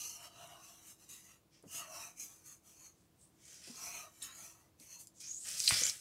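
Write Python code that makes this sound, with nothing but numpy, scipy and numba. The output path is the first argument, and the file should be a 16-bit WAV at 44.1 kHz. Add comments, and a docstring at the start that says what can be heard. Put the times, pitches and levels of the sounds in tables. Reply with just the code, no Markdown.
"""Pencil on paper

A pencil outlines flower petals on one sheet of paper on a wooden table, in a quiet room. Stick-slip
friction of the lead on the fibres excites the modes of pencil, sheet and table top; between strokes
the hand shifts. At the end the forearm slides off: the sleeve swishes, its cuff clicks and the wrist
bumps the table."""
import sys
import numpy as np
from scipy import signal
from scipy.fft import rfft, irfft
from scipy.io import wavfile
from scipy.ndimage import uniform_filter1d
from numba import njit

SR = 44100
rng = np.random.default_rng(int(sys.argv[2]) if len(sys.argv) > 2 else 0)


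def wav_out(sig):
    """Save sig, one row per channel (or a flat mono array), as 16-bit PCM at SR to the path in sys.argv[1]."""
    wavfile.write(sys.argv[1], SR, np.round(np.clip(np.atleast_2d(sig).T, -1, 1) * 32767).astype(np.int16))


N = 264820
TIME = np.arange(N) / SR

# Pencil strokes: t/s, rise/s, fall/s, nominal level/dB, then relative to it hiss/dB,
# shaft and sheet/dB, table top/dB; tip mode f/Hz
PENCIL_STROKES = [ (-0.02, 0.03, 0.16, -45.5, -6, -9, -19.5, 6070),
                  (0.17, 0.077, 0.037, -64, 3.5, 8, 4.5, 6060),
                  (0.338, 0.1, 0.043, -60, -4.5, 0.5, 3.5, 5940),
                  (0.46, 0.044, 0.12, -65.5, -1.5, 1.5, 5, 5830),
                  (0.599, 0.053, 0.19, -61, -3.5, -4, -5.5, 6030),
                  (0.84, 0.054, .04, -61, 2, -4, -10, 6300), (0.985, .035, 0.057, -66, -2, -4, -10.5, 6100),
                  (1.087, 0.021, 0.1, -58, 1, -1.5, -16.5, 6570),
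                  (1.225, 0.032, 0.026, -61, -3.5, -8, -17, 6500),
                  (1.274, 0.024, 0.064, -67, -1, 1, -6, 6500),
                  (1.717, 0.052, 0.049, -48.5, 0.5, -5, -13, 6400),
                  (1.79, 0.025, 0.063, -64.5, -3, 6.5, 7.5, 6450),
                  (1.89, .11, .10, -50, -5.5, -8, -5, 6030),
                  (2.182, 0.035, 0.051, -47.5, -4.5, -11.5, -23, 6250),
                  (2.265, 0.034, 0.13, -64, -1.5, -8, -7.5, 6230),
                  (2.448, .025, 0.078, -58, -2, -9.5, -15.5, 6500),
                  (2.645, .035, 0.1, -67.5, 1, -3.5, -11, 6200),
                  (2.765, 0.081, 0.051, -56.5, -9, -11, -20, 6250),
                  (3.769, .09, 0.082, -47, -6, -9.5, -8.5, 5960),
                  (3.889, 0.077, 0.082, -49.5, -6, -4.5, -8, 6070),
                  (4.03, 0.028, 0.036, -66.5, -5, -3, 5.5, 5820),
                  (4.11, 0.13, 0.036, -70, 4, 1.5, -2.5, 6250),
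                  (4.218, 0.016, 0.042, -50.5, -1, -2, -14, 6900),
                  (4.265, 0.021, .05, -68.5, -8, 9, 3, 6800), (4.324, 0.088, 0.11, -54, -4, -8, -9, 6230),
                  (4.53, 0.03, 0.11, -70.5, -3.5, -7, -1, 6230),
                  (4.797, 0.023, 0.076, -65.5, 1.5, -1, -24, 6200),
                  (4.875, 0.056, 0.076, -52.5, -9.5, -9.5, -21, 6160),
                  (4.991, 0.0079, .033, -59, 3.5, -7, -16, 6200), ]
# Shaft modes, tuned and damped by the fingers: t/s, low mode f/Hz, its level/dB, high mode f/Hz
SHAFT_MODES = [(0, 2830, -2.5, 4260), (.4, 2840, -0.5, 3980), (1.15, 2780, -7.5, 3860),
               (1.8, 2800, 3, 4320), (1.93, 2700, -0.5, 4050), (2.1, 2450, -1.5, 3920),
               (2.5, 2360, -13, 4300), (2.85, 2450, -11.5, 4330), (4.0, 2390, -4, 4110),
               (4.25, 2300, -19, 3850), (4.42, 2290, -7.5, 4260), (4.9, 2390, -15.5, 4400)]
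# Spectrum of the fibres under the lead: f/Hz, level/dB
FIBRE_SPECTRUM = [(300, -2), (1500, -25.5), (3600, -14.5), (5100, -0.5), (6900, 4.5), (8000, 4.5),
                  (10000, 4.5), (12300, -2.5), (13300, -3.5), (15800, -8.5)]
# Overtones of the pencil's point: f/Hz, width/Hz, level/dB
TIP_OVERTONES = [(6926, 860, 2.5), (7800, 2100, -0.5), (9700, 920, -23), (12030, 1600, 0)]
# Modes of the sheet: f/Hz, width/Hz, level/dB
SHEET_MODES = [(2210, 510, 0.5), (2596, 350, 1.5), (3026, 145, -4.5), (3407, 600, -0.5), (3797, 830, -1),
               (4504, 500, -1.5), (4870, 760, -0.5), (5505, 230, 1)]
# Modes of the table top: f/Hz, width/Hz, level/dB
WOOD_MODES = [(133, 180, -18), (386, 330, -12), (712, 143, -0.5), (920, 184, -2), (1118, 143, 0.5),
              (1337, 113, -2), (1823, 230, -6)]
# Judders of the lead against the grain: t/s, rise/s, fall/s, level/dB, f/Hz
LEAD_JUDDERS = [(0.405, 0.029, 0.018, -57.5, 687), (0.495, 0.023, 0.066, -64, 678),
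                (1.88, 0.032, 0.053, -61.5, 660), (3.85, .025, .05, -64, 720), (4.96, .02, .015, -67, 960)]
# Shifts of the hand: t/s, rise/s, fall/s, nominal level/dB, swish f/Hz,
# relative brush/dB, relative drag/dB
HAND_SHIFTS = [(1.526, 0.022, 0.058, -67.5, 5340, -10, -8), (2.95, 0.056, 0.048, -78, 7050, -0.5, -14),
               (3.196, 0.019, 0.044, -61.5, 8300, -10, -40), (3.43, 0.065, 0.033, -58.5, 6700, -4.5, -10.5),
               (3.50, 0.042, 0.077, -55, 5700, -6.5, -11.5), (3.625, 0.035, 0.066, -54, 5500, -3, -8),
               (3.70, 0.078, 0.14, -55, 5500, -8, -29)]
# Slide of the forearm: t/s, nominal level/dB, swish f/Hz, relative brush/dB, relative drag/dB
ARM_SWEEP = [(5.14, -77, 6700, 0, -27), (5.197, -56, 6600, -9, -32), (5.206, -52.5, 6430, -2, -21),
             (5.245, -48.5, 5430, -13, -17), (5.3, -48, 6600, -11, -20.5), (5.39, -48.5, 7650, -14.5, -40),
             (5.438, -46, 7800, -9.5, -27), (5.46, -48, 6840, 2.5, -5.5), (5.55, -47, 5560, 0.5, -9.5),
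             (5.67, -37, 5100, -1.5, -21.5), (5.715, -34.5, 5030, -2, -4.5), (5.79, -32, 5230, -6.5, -12.5),
             (5.85, -36, 6460, -7, -10.5), (5.9, -37, 5900, -5.5, -14), (5.912, -56, 6000, 7.5, -2),
             (6.0, -68.5, 6500, 10, -4)]
# Spectrum of brushing cloth: f/Hz, level/dB
BRUSH_SPECTRUM = [(600, -31), (1400, -20.5), (2500, -16), (3900, -3.5), (4750, -1.5), (6000, 1.5),
                  (8500, 3.5), (11000, -4), (13500, -12), (15700, -16)]
# Spectrum of the arm dragging on wood: f/Hz, level/dB
DRAG_SPECTRUM = [(45, -5), (75, 2), (165, 1), (280, -13), (550, -4.5), (1000, -10.5), (1400, 1), (1620, 2),
                 (1900, 5), (2500, -2), (3000, 7), (4000, -5), (6000, -47)]
# Zips of the weave over the paper's edge: t/s, rise/s, fall/s, level/dB, starting f/Hz
WEAVE_ZIPS = [(5.275, .04, .008, -41, 6510), (5.333, 0.026, .03, -44, 6600), (5.822, .012, .005, -33, 6420),
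              (5.845, .008, .008, -32, 7240)]
# Ticks of lead and cuff: t/s, peak level/dB, f/Hz, nominal width/Hz, T60/s
HARD_CONTACTS = [(0.474, -46, 8600, 5000, 0.013), (1.091, -45.5, 8500, 5000, .03),
                 (1.626, -53.5, 9200, 4000, 0.0064), (2.197, -38.5, 6300, 1100, .08),
                 (4.2199, -44, 3720, 900, 0.15), (4.225, -32.5, 8700, 3470, 0.03),
                 (4.799, -48, 6300, 7100, 0.028), (5.0712, -40, 7900, 5070, 0.01),
                 (5.203, -45, 6200, 5000, 0.052), (5.487, -29.5, 7700, 3000, .011),
                 (5.514, -33, 7840, 5000, 0.0079), (5.596, -24, 7800, 5000, .009),
                 (5.602, -19.5, 5950, 4000, 0.0093), (5.677, -11.5, 4600, 1080, .0066),
                 (5.68, -19.5, 3180, 1490, 0.0085), (5.6912, -15, 8640, 3000, 0.019),
                 (5.692, -29, 4760, 1000, 0.038), (5.708, -19.5, 1740, 1930, .01),
                 (5.836, -15.5, 6470, 1800, 0.0065), (5.866, -20, 5270, 5000, 0.01),
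                 (5.897, -22.5, 5600, 2500, 0.0081)]
# Bumps of hand and wrist on the table: t/s, nominal level/dB, f/Hz, T60/s
SOFT_CONTACTS = [(1.637, -51, 401, 0.06), (1.65, -52.5, 277, 0.11), (1.662, -51.5, 179, 0.068),
                 (3.674, -53, 374, 0.12), (3.697, -50, 240, 0.09), (4.803, -59.5, 346, 0.11),
                 (5.708, -32.5, 760, 0.014), (5.719, -32, 117, 0.047), (5.817, -38.5, 487, 0.031),
                 (5.877, -60, 115, 0.062)]
# Spectrum of the room's noise: f/Hz, level/dB
ROOM_SPECTRUM = [(15, -47), (25, -12), (86, -2), (194, -3), (228, -9), (307, -7), (380, -11), (586, -12.5),
                 (767, -16), (854, -18.5), (1000, -17), (1120, -18.5), (1350, -23), (15700, -29)]
# Hum of a distant appliance: f/Hz, level/dB
HUM_PARTIALS = [(124, -93.5), (328, -82)]


def pencil():
    """Stick-slip excitation: the lead snaps over fibres and drives point, shaft, sheet and table."""
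    strokes = np.array(PENCIL_STROKES)
    scratch_db, hiss_db, shaft_db, table_db, pitch_hz = strokes[:, 3:].T
    motion = swells(strokes[:, :3], depth_db=8.5, release_db_per_s=324)
    tip_hz = handover(motion, pitch_hz)
    low_hz, low_db, high_hz = curves(SHAFT_MODES)
    # the paper's uneven tooth makes the friction flutter
    slips = grains(per_s=9000, spread_db=1.5) * undb(0.83 * walk(260) + 0.37 * walk(60))
    tip = ring(slips, tip_hz * (1 + 0.03 * walk(25)), width_hz=940) * undb(-3)
    fibres = colour(slips, FIBRE_SPECTRUM) * undb(2)
    overtones = modes(slips, TIP_OVERTONES, wander_db=2.5, drift=0.02) * undb(-7)
    # the shaft's pitch wavers as the fingers steer it
    shaft_low = ring(slips, low_hz * (1 + 0.014 * walk(21.06)), width_hz=310) * undb(low_db)
    shaft_high = ring(slips, high_hz * (1 + 0.026 * walk(18)), width_hz=320) * undb(-12)
    sheet = modes(slips, SHEET_MODES, wander_db=5, drift=0.023) * undb(-2.5)
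    # when the point rings higher, the table's upper modes answer more strongly
    tilt = 0.0244 * (tip_hz - 6084)
    table = modes(slips, WOOD_MODES, wander_db=2.5, drift=0.047, tilt_db_per_octave=tilt) * undb(0.17)
    parts = [(tip, 0), (fibres + overtones, hiss_db), (shaft_low + sheet, shaft_db),
             (shaft_high, shaft_db - hiss_db),  # sings less the more the point hisses
             (table, table_db)]
    return sum(sound * loudness(motion, scratch_db + share_db) for sound, share_db in parts)


def judder():
    """Friction-induced vibration: the lead slips in step with one table mode, in a hollow groan."""
    judders = np.array(LEAD_JUDDERS)
    db, hz = judders[:, 3:].T
    motion = swells(judders[:, :3], depth_db=7.5, release_db_per_s=450)
    return loudness(motion, db) * ring(rng.standard_normal(N), handover(motion, hz), width_hz=100)


def sleeve():
    """Sliding friction follows the motion: small shifts of the hand, then the forearm's sweep."""
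    shifts = np.array(HAND_SHIFTS)
    db, hz, brush_db, drag_db = shifts[:, 3:].T
    motion = swells(shifts[:, :3], depth_db=6.5, release_db_per_s=260)
    shifting = [handover(motion, hz)] + [loudness(motion, db + part) for part in (0, brush_db, drag_db)]
    db, hz, brush_db, drag_db = curves(ARM_SWEEP)
    sweeping = [hz] + [undb(db + part) for part in (0, brush_db, drag_db)]
    sweep_start_s = ARM_SWEEP[0][0]
    return rub(*np.where(TIME < sweep_start_s, shifting, sweeping))


def rub(swish_hz, swish_gain, brush_gain, drag_gain):
    """Roughness noise: cloth and skin brush the paper while the arm's weight drags on the wood."""
    catch = undb(1.33 * walk(200))  # the cloth catches and lets go
    brush = colour(grains(per_s=16000, spread_db=4), BRUSH_SPECTRUM)
    cloth_slips = grains(per_s=8000, spread_db=3)
    swish = ring(cloth_slips, swish_hz * (1 + 0.039 * walk(25)), width_hz=2230) * undb(-4.5)
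    drag = grains(per_s=5500, spread_db=1.8)
    edge_s, crossing_s = 5.9, 0.051  # the wrist leaves the paper and bare wood takes over
    on_wood = np.clip((TIME - edge_s) / crossing_s, 0, 1)
    sheet = modes(drag, SHEET_MODES, wander_db=7.5, drift=0.056, tilt_db_per_octave=-3)
    sheet *= undb(-4 - 10 * on_wood)
    wood = colour(drag, DRAG_SPECTRUM) * undb(-1.5 + 4.3 * on_wood)
    return catch * (brush * brush_gain + swish * swish_gain) + (sheet + wood) * drag_gain


def weave(glide_hz_per_s=5400):
    """Periodic plucking: threads cross the paper's edge in a whistle that rises as the arm speeds up."""
    zips = np.array(WEAVE_ZIPS)
    start, _, _, db, first_hz = zips.T
    motion = swells(zips[:, :3], depth_db=10, release_db_per_s=605)
    elapsed = np.maximum(TIME - handover(motion, start), 0)
    hz = handover(motion, first_hz) + glide_hz_per_s * elapsed
    stutter = unit(undb(4.5 * walk(230)))
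    return loudness(motion, db) * stutter * ring(rng.standard_normal(N), hz, width_hz=510)


def ticks():
    """Impact transients: each hard contact is a fast-decaying burst of tiny blows on a resonance."""
    out, t = np.zeros(N), TIME[:8192]
    for start, db, hz, width_hz, t60 in HARD_CONTACTS:
        impacts = rng.choice([-1., 1.], len(t)) * decay(t, t60)
        burst = ring(impacts, hz, 1.15 * width_hz)
        add(out, start, undb(db) * burst / np.abs(burst).max())
    return out


def bumps():
    """Damped free vibration: a soft blow swings the table top, with a dull rumble around its pitch."""
    out, t = np.zeros(N), TIME[:8192]
    for start, db, hz, t60 in SOFT_CONTACTS:
        swing = np.sin(2 * np.pi * hz * t)
        onset = 1 - np.exp(-t / .002)
        rumble = ring(rng.standard_normal(len(t)), hz, 1.1 * hz) * onset
        add(out, start, undb(db) * (0.71 * swing + 0.74 * rumble) * decay(t, t60))
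    return out


def reflections(x, t60, wet_db):
    """Diffuse reflection: echoes from nearby surfaces merge into an exponentially decaying tail."""
    t = TIME[:16384]
    tail = rng.standard_normal(len(t)) * decay(t, t60) * (t > .002)
    return undb(wet_db) * signal.fftconvolve(x, tail / np.linalg.norm(tail))[:N]


def room_tone():
    """Ambient noise: broadband rumble and faint hiss, with the tonal hum of a distant appliance."""
    air = colour(rng.standard_normal(N), ROOM_SPECTRUM) * undb(-71 + .5 * walk(4.9))
    hum = sum(undb(db + 2 * walk(2.6)) * np.sqrt(2) * np.sin(2 * np.pi * hz * TIME)
              for hz, db in HUM_PARTIALS)
    return air + hum


def modes(x, table, wander_db, drift, tilt_db_per_octave=0):
    """Modal superposition: modes swell and fade as the contact passes nodes; the hand detunes them."""
    centre_hz = np.median([hz for hz, _, _ in table])
    out = 0
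    for hz, width_hz, db in table:
        octaves = np.clip(np.log2(hz / centre_hz), -1, 1)
        share_db = db + wander_db * np.tanh(walk(11)) + tilt_db_per_octave * octaves
        out = out + undb(share_db) * ring(x, hz * (1 + drift * walk(8)), width_hz)
    return unit(out)


def ring(x, hz, width_hz):
    """Resonance with steep skirts: two band-passes in cascade, each width_hz wide, at rms 1."""
    centre_hz = np.minimum(hz * np.ones(len(x)), .45 * SR)
    once = bandpass(x, centre_hz, float(width_hz))
    return unit(bandpass(once, centre_hz, float(width_hz)))


@njit
def bandpass(x, hz, width_hz):
    """Second-order resonator: a state-variable filter with a moving centre."""
    y, band_state, low_state = np.empty(len(x)), 0., 0.
    for i in range(len(x)):
        gain, damping = np.tan(np.pi * hz[i] / SR), width_hz / hz[i]
        band = (band_state + gain * (x[i] - low_state)) / (1 + gain * (gain + damping))
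        band_state = 2 * band - band_state
        low_state += 2 * gain * band
        y[i] = damping * band
    return y


def colour(x, spectrum):
    """Spectral shaping by (f/Hz, level/dB) points, at rms 1."""
    hz, db = np.transpose(spectrum)
    bins_hz = np.maximum(np.fft.rfftfreq(N, 1 / SR), 1)
    gain = undb(np.interp(np.log(bins_hz), np.log(hz), db))
    return unit(irfft(rfft(x) * gain, N))


def grains(per_s, spread_db):
    """Shot noise: tiny slips at random moments, a few much stronger than the rest."""
    sizes = undb(spread_db * np.minimum(rng.exponential(size=N), 5))
    slipping = rng.random(N) < per_s / SR
    return unit(slipping * rng.choice([-1, 1], N) * sizes)


def walk(per_s):
    """Random modulation at rms 1, gliding to a new value per_s times a second."""
    hold = max(int(SR / per_s), 1)
    steps = np.repeat(rng.standard_normal(N // hold + 1), hold)
    return unit(uniform_filter1d(steps, hold)[:N])


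def swells(timing, depth_db, release_db_per_s):
    """Friction noise grows with speed: one envelope for each movement's (t/s, rise/s, fall/s)."""
    envelopes = []
    for start, rise, fall in timing:
        t = TIME - start - rise  # from the fastest moment
        slowness = np.maximum(-t / max(rise, .002), np.minimum(t / max(fall, .002), 1))
        db = -depth_db * slowness ** 1.73 - release_db_per_s * np.maximum(t - fall, 0)
        envelopes.append(undb(np.maximum(db, -120)))
    return np.array(envelopes)


def loudness(envelopes, db):
    """Incoherent addition: the gain of movements whose powers sum, each at its own level."""
    return np.sqrt(undb(db) ** 2 @ envelopes ** 2)


def handover(envelopes, values):
    """Weighted mean: a setting passes smoothly from each movement to the next."""
    weights = envelopes + 1e-9
    return values @ weights / weights.sum(axis=0)


def curves(rows):
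    """Linear interpolation of each column over the times in the first."""
    times, *columns = np.transpose(rows)
    return [np.interp(TIME, times, column) for column in columns]


def decay(t, t60):
    """Exponential damping: 60 dB down at t60."""
    return np.exp(-np.log(1000) * t / t60)


def add(out, start_s, sound):
    """Superposition of a short sound from start_s on."""
    start = int(start_s * SR)
    out[start:start + len(sound)] += sound[:N - start]


def undb(db):
    """Amplitude ratio of a level in decibels."""
    return 10 ** (np.asarray(db) / 20)


def unit(x):
    """Normalisation to rms 1."""
    return x / np.sqrt(np.mean(x ** 2))


def scene():
    """Superposition of the direct sound from the table, its reflections and the room's noise."""
    direct = pencil() + judder() + sleeve() + weave() + ticks() + bumps()
    # a cup and other small things on the table reflect only short wavelengths
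    treble = signal.sosfilt(signal.butter(2, 1800, "high", fs=SR, output="sos"), direct)
    echoes = reflections(treble, t60=0.052, wet_db=-9) + reflections(direct, t60=0.14, wet_db=-7.5)
    return (direct + echoes + room_tone())[None]


def record(dry):
    """Band limiting: a gentle high-pass thins the deepest bass and a steep low-pass cuts the top."""
    bottom_hz, top_hz = 41.7, 15700
    thinned = signal.sosfilt(signal.butter(2, bottom_hz, "high", fs=SR, output="sos"), dry)
    return signal.sosfilt(signal.ellip(10, .2, 70, top_hz, fs=SR, output="sos"), thinned)


dry = scene()
out = record(dry)
wav_out(out)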